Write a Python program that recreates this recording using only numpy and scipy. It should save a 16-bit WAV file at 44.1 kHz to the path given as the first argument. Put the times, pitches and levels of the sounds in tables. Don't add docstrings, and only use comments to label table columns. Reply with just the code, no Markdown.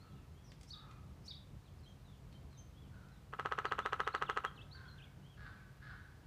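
import sys
import numpy as np
from scipy import signal
from scipy.fft import rfft, irfft
from scipy.io import wavfile

SR = 44100
rng = np.random.default_rng(int(sys.argv[2]) if len(sys.argv) > 2 else 0)


def master_out(mix):
    frames = np.transpose(np.atleast_2d(mix))
    ceiling = np.clip(frames, -1, 1)
    pcm = np.round(ceiling * 32767).astype(np.int16)
    wavfile.write(sys.argv[1], SR, pcm)


N = 276066
TIME = np.arange(N) / SR


def from_db(db):
    return 10 ** (np.asarray(db) / 20)


def rms_one(x):
    return x / np.sqrt(np.mean(x ** 2) + 1e-20)


def add(out, start_s, sound):
    at = max(round(start_s * SR), 0)
    out[at:at + len(sound)] += sound[:max(N - at, 0)]


def delayed(x, lag_s):
    return np.roll(x, round(lag_s * SR))


def low_pass(x, hz):
    return signal.sosfilt(signal.butter(2, min(hz, .45 * SR), fs=SR, output="sos"), x)


def noise(colour, size):
    hz, db = np.transpose(colour)
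    f = np.maximum(np.fft.rfftfreq(size, 1 / SR), 1)
    skirts = np.minimum(1, np.minimum(f / hz[0], hz[-1] / f)) ** 2
    gain = from_db(np.interp(np.log(f), np.log(hz), db))
    return rms_one(irfft(rfft(rng.standard_normal(size)) * skirts * gain, size))


def drift(rate_hz, size):
    return np.interp(np.arange(size) / SR * rate_hz, np.arange(4096), rng.standard_normal(4096))


def echoes(x, t60, edge_hz):
    t = TIME[:SR]
    cloud = low_pass(rng.standard_normal(SR), edge_hz) * from_db(-60 * t / t60)
    cloud *= 1 - np.exp(-t / 0.0027)
    return signal.fftconvolve(x, cloud / np.linalg.norm(cloud))[:N]


def woods(x, t60, wet_db, edge_hz):
    return x + from_db(wet_db) * echoes(x, t60, edge_hz)


def background(rumble_db, swell_db, hiss_db):
    # frequency in Hz, relative level in dB.
    rumble_colour = [(12, -54), (20, -27), (38, -7.5), (75, -0.5), (108, -2.5), (131, -3), (163, -9),
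                     (198, -7.5), (237, -18), (266, -15), (313, -18.5), (345, -19.5), (434, -21),
                     (1000, -33.5), (1300, -35.5), (2200, -120)]
    hiss_colour = [(700, 1.5), (1000, 0.5), (2000, -5), (4000, -9.5), (6500, -13.5), (10000, -17.5),
                   (15000, -20)]
    # frequency in Hz, level in dB.
    hum_tones = [(51, -68), (76, -70), (139, -64.5)]
    bed = from_db(rumble_db + swell_db * drift(15, N)) * noise(rumble_colour, N)
    for hz, db in hum_tones:
        level = from_db(db + 0.76 * drift(3.3, N))
        bed += level * np.sqrt(2) * np.sin(2 * np.pi * hz * TIME + 1.18 * drift(6, N))
    return bed + from_db(hiss_db) * noise(hiss_colour, N)


def twigs(gain_db, t60):
    # start in seconds, relative level in dB, brightness in Hz (a third of the cutoff).
    ticks = [(0.1344, -80, 1590), (0.5187, -50.5, 1270), (0.611, -53.5, 2720), (0.6319, -53.5, 4000),
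             (0.9116, -55, 1290), (1.5744, -72, 1020), (2.3264, -57, 1440), (2.5277, -61, 1000),
             (3.086, -61, 1620)]
    # frequency in Hz, relative level in dB.
    tick_colour = [(400, -12), (1200, -5), (2500, -0.5), (5000, -4), (8000, -1.5), (14000, -19)]
    out, t = np.zeros(N), TIME[:SR // 10]
    for start, db, bright_hz in ticks:
        snap = rms_one(low_pass(noise(tick_colour, len(t)), 3 * bright_hz))
        add(out, start, from_db(db + gain_db - 60 * t / t60) * snap)
    return woods(out, t60=0.19, wet_db=-7, edge_hz=8600)


def crows(sag, throat_width_hz, upper_hz, upper_db):
    # start and length in seconds, pitch and throat resonance in Hz, relative level in dB,
    # harshness from 0 to 1.
    caws = [(0, 0.1, 440, 1310, -68, 0.53), (0.716, 0.16, 422, 1275, -63.5, 0.61),
            (0.778, 0.18, 439.6, 1260, -64.5, 0.86), (2.905, 0.17, 503, 1430, -66.5, 0.8),
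            (4.719, 0.19, 532, 1484, -59.5, 0.75), (4.904, .16, 530, 1650, -72.5, .65),
            (5.359, 0.17, 420, 1560, -57, .88), (5.795, 0.175, 424, 1600, -56.5, 0.88)]
    out = np.zeros(N)
    harmonic = np.arange(1, 14)[:, None]
    for start, length, pitch_hz, throat_hz, db, harsh in caws:
        progress = np.linspace(0, 1, int(length * SR))
        jitter = .065 * harsh * drift(800, len(progress))
        bend = 1 - sag * harsh ** 2 * (1 - np.cos(np.pi * (progress - .3)))
        f0 = pitch_hz * (bend + jitter)
        throat = 1 / (1 + ((harmonic * f0 - throat_hz * bend) / throat_width_hz) ** 2)
        throat += harsh * from_db(upper_db) / (1 + ((harmonic * f0 - upper_hz) / 1100) ** 2)
        voice = np.sum(throat * np.sin(2 * np.pi * harmonic * np.cumsum(f0) / SR), axis=0)
        voice *= 1 + harsh * drift(450, len(voice))
        add(out, start, from_db(db - 2.5) * signal.windows.tukey(len(voice), .5) * rms_one(voice))
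    return woods(out, t60=1.0, wet_db=-3.5, edge_hz=7200)


def whistle(hz, waver):
    wavering_hz = hz * (1 + waver * drift(730.5, len(hz)))
    return np.sqrt(2) * np.sin(2 * np.pi * np.cumsum(wavering_hz) / SR)


def faint_slurs(count, length_s, low_hz, high_hz, semitones, db):
    return [(when * N / SR, length_s, low_hz + height * (high_hz - low_hz), semitones, db)
            for when, height in rng.random((count, 2))]


def songbirds(flutter_db, half_wet_db):
    # start and length in seconds, pitch in Hz
    # (an arch's top, near a dip's bottom, a slide's start), sweep in semitones, level in dB.
    arches = [(0.865, .12, 2453, 0.32, -78.5), (1.851, 0.074, 3270, 1.6, -70.5),
              (1.865, .05, 6300, 0.92, -84), (2.34, .05, 3140, 0.46, -76), (2.57, 0.051, 6300, .9, -70.5),
              (2.576, 0.048, 3200, 1, -75), (2.728, .15, 3420, 4.4, -77), (4.114, .076, 4560, 5.4, -61.5),
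              (4.457, 0.042, 3270, 1.2, -60), (4.706, .085, 4610, 5.9, -63), (4.844, 0.053, 3360, 1.3, -72),
              (4.91, 0.026, 4150, .7, -65.5), (5.215, 0.17, 3340, 5.2, -72.5)]
    dips = [(4.252, 0.082, 2640, 7.3, -61.5), (4.554, 0.081, 2523, 9.9, -64), (4.974, .064, 2440, 8, -65.5)]
    slides = [(0, 0.035, 4040, 2.3, -74), (0.036, .07, 3150, -4.5, -84), (.225, 0.022, 2680, -5, -76),
              (0.334, 0.073, 3020, 2.8, -80), (0.432, 0.055, 6270, -5, -76.5),
              (.465, 0.062, 6100, -8, -73.5), (1.632, 0.066, 4600, -9, -76),
              (1.785, 0.019, 5450, -4.5, -75), (1.823, 0.054, 4390, -4, -75),
              (2.005, 0.021, 4500, -6, -77.5), (2.04, 0.075, 4100, -4, -73.5),
              (2.122, 0.042, 3500, -4.5, -74), (2.315, .04, 4560, -5, -76), (2.505, .08, 4370, -4, -75),
              (3.109, 0.085, 4200, -4.5, -77), (3.652, 0.048, 4830, -5, -64),
              (3.819, 0.056, 3310, 4.5, -64), (4.031, 0.029, 3580, 2, -67), (4.876, .036, 4600, -4.3, -63),
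              (5.032, 0.028, 3800, -7, -65.5)]
    faint = faint_slurs(count=12, length_s=0.075, low_hz=2380, high_hz=4200, semitones=-3.5, db=-80.5)
    arch, dip, slide = (-.65, -.22, 0, -.28, -1.1), (0.97, 0.48, 0.057, .4, 0.71), (0, .24, .55, 1)
    direct, scattered = np.zeros(N), np.zeros(N)
    for contour, notes in ((arch, arches), (dip, dips), (slide, slides + faint)):
        glide = np.polyfit(np.linspace(0, 1, len(contour)), contour, len(contour) - 1)
        for start, length, pitch_hz, sweep, db in notes:
            progress = np.linspace(0, 1, int(length * SR))
            hz = pitch_hz * 2 ** (sweep * np.polyval(glide, progress) / 12)
            level = from_db(db + flutter_db * drift(158, len(hz)))
            note = level * signal.windows.tukey(len(hz), .4) * whistle(hz, waver=0.013)
            wet = 1 / (1 + from_db(db - half_wet_db))
            add(direct, start, np.sqrt(1 - wet) * note)
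            add(scattered, start, np.sqrt(wet) * note)
    slapback = from_db(-13.5) * delayed(direct, lag_s=.036)
    return direct + slapback + echoes(scattered, t60=0.4, edge_hz=13000)


def chipping_bird(rasp_db, rasp_s):
    # time in seconds, base level in dB.
    chips = [(0.702, -47), (1.276, -45.5)]
    # seconds from the chip's time, pitch in Hz, relative level in dB.
    chip_shape = [(-.035, 4870, -28), (-.007, 5800, -22), (0, 3516, -25), (.006, 4300, -3),
                  (0.023, 4850, -10.5), (.028, 5410, -14), (.031, 3840, -5), (.037, 3757, -1.5),
                  (.05, 3250, -17)]
    # frequency in Hz, relative level in dB.
    rasp_colour = [(4800, -3), (5900, 8), (6800, -4.5), (8200, -7), (11500, -17)]
    # delay in seconds, gain in dB.
    trunks = [(.025, -9), (.066, -13)]
    times, hz, db = np.transpose(chip_shape)
    t = np.arange(times[0], times[-1], 1 / SR)
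    rasp_swell = np.hanning(int(rasp_s * SR))
    out = np.zeros(N)
    for when, chip_db in chips:
        tone = whistle(np.interp(t, times, hz), waver=.025)
        rasp = rasp_swell * noise(rasp_colour, len(rasp_swell))
        add(out, when + times[0], from_db(chip_db + np.interp(t, times, db)) * tone)
        add(out, when + times[0], from_db(chip_db + rasp_db) * rasp)
    slapbacks = sum(from_db(gain_db) * delayed(out, lag) for lag, gain_db in trunks)
    return woods(out + slapbacks, t60=0.36, wet_db=-8, edge_hz=3500)


def roll(start_s, blows, first_gap_s, tired_gap_s, tiring_blows):
    blow = np.arange(blows)
    gaps = tired_gap_s + (first_gap_s - tired_gap_s) * np.exp(-blow / tiring_blows)
    force_db = -11 / (1 + blow) ** 1.12
    force_db[-1] -= 1.8
    return zip(start_s + np.cumsum(gaps) - gaps, force_db)


def woodpecker(ring_db, scatter_db, scatter_t60, bark_db, bark_t60, scuff_db, scuff_s):
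    # frequency in Hz, relative level in dB, t60 in seconds.
    limb_modes = [(417, -25.7, 0.0265), (656, -19.8, 0.0255), (689, -6.8, 0.0085), (896, -29.5, 0.0347),
                  (960, -12.5, 0.0166), (1288, 1.2, 0.0081), (1320, -17.9, 0.1223), (1559, -20.4, 0.0128),
                  (1986, -12.4, 0.0082), (2815, -14.5, 0.0081), (3506, -22, 0.0072), (4079, -23, 0.0048),
                  (6012, -27.9, 0.0086), (6586, -26.2, 0.005), (8124, -27.8, 0.0091), (10650, -16, 0.0005)]
    # delay in seconds, gain in dB, treble cutoff in Hz.
    paths = [(-0.00636, -3.5, 1080.0), (-0.00479, -5.2, 650.0), (-0.00277, 16.3, 260.0),
             (-0.00047, -5.1, 3110.0), (0.0001, 2.4, 6500), (0.00307, -6.6, 1200.0),
             (0.00775, -15.4, 6500.0), (0.00793, -16.6, 2940.0), (0.01022, -9.8, 2640.0),
             (0.01421, -17.9, 4670.0), (0.01959, -4.4, 390.0), (0.0278, -20.3, 790.0),
             (0.03153, -20.4, 1570.0), (0.0635, -19.5, 3000)]
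    # frequency in Hz, relative level in dB.
    scatter_colour = [(300, -2.5), (500, -7), (650, -20), (900, -8), (1280, 6), (1750, -3.5), (2300, -11.5),
                      (3000, -9.5), (4200, -17.5), (5000, -33), (6000, -26), (8000, -32), (14000, -43)]
    bark_colour = [(500, 8), (1700, 0.5), (2300, -7), (3000, -6), (4200, -22), (5000, -37), (6000, -17),
                   (8000, -19), (14000, -33)]
    scuff_colour = [(1300, 4), (2000, -4), (2600, 1), (3100, 0), (3800, -22), (7000, -28), (12000, -44)]
    t = TIME[:SR // 2]
    hz, mode_db, t60 = np.transpose(limb_modes)[:, :, None]
    polarity = (-1) ** np.arange(len(limb_modes))[:, None]
    modes = polarity * from_db(mode_db - 60 * t / t60) * np.sin(2 * np.pi * hz * t)
    branches = noise(scatter_colour, len(t)) * from_db(scatter_db - 60 * t / scatter_t60)
    scuff_swell = signal.windows.tukey(int(scuff_s * SR), .5)
    limb, scattered = np.zeros(N), np.zeros(N)
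    blows = roll(start_s=3.3361, blows=17, first_gap_s=.060364, tired_gap_s=.082441, tiring_blows=12.303)
    for start, force_db in blows:
        ring = from_db(.6 * rng.standard_normal(len(limb_modes))) @ modes
        dent_hz = 7600 * 2 ** (0.09 * force_db + 0.13 * rng.standard_normal())
        add(limb, start, from_db(ring_db + force_db) * low_pass(ring, dent_hz))
        crackle = noise(bark_colour, len(t)) * from_db(bark_db - 60 * t / bark_t60)
        add(scattered, start, from_db(force_db) * (branches + crackle))
        scuff = scuff_swell * noise(scuff_colour, len(scuff_swell))
        add(scattered, start - scuff_s, from_db(force_db + scuff_db) * scuff)
    arrivals = sum(from_db(db) * low_pass(delayed(limb, lag), edge_hz) for lag, db, edge_hz in paths)
    low_cut = signal.butter(2, 258, "high", fs=SR, output="sos")
    knocks = signal.sosfilt(low_cut, arrivals + scattered)
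    return woods(knocks, t60=0.94, wet_db=-21, edge_hz=12000)


def scene():
    drumming = woodpecker(ring_db=-19.5, scatter_db=-43.5, scatter_t60=0.14,
                          bark_db=-40.5, bark_t60=0.013, scuff_db=-50.5, scuff_s=.013)
    chips = chipping_bird(rasp_db=-19.0, rasp_s=0.057)
    song = songbirds(flutter_db=4.5, half_wet_db=-83.5)
    caws = crows(sag=.15, throat_width_hz=213, upper_hz=3930, upper_db=-21.5)
    bed = background(rumble_db=-57.0, swell_db=2.0, hiss_db=-71.0)
    ticks = twigs(gain_db=-4, t60=0.029)
    return (bed + ticks + caws + song + chips + drumming)[None]


def record(dry):
    low_cut = signal.butter(2, 32, "high", fs=SR, output="sos")
    high_cut = signal.ellip(10, .1, 70, 15350, fs=SR, output="sos")
    return signal.sosfilt(high_cut, signal.sosfilt(low_cut, dry))


dry = scene()
out = record(dry)
master_out(out)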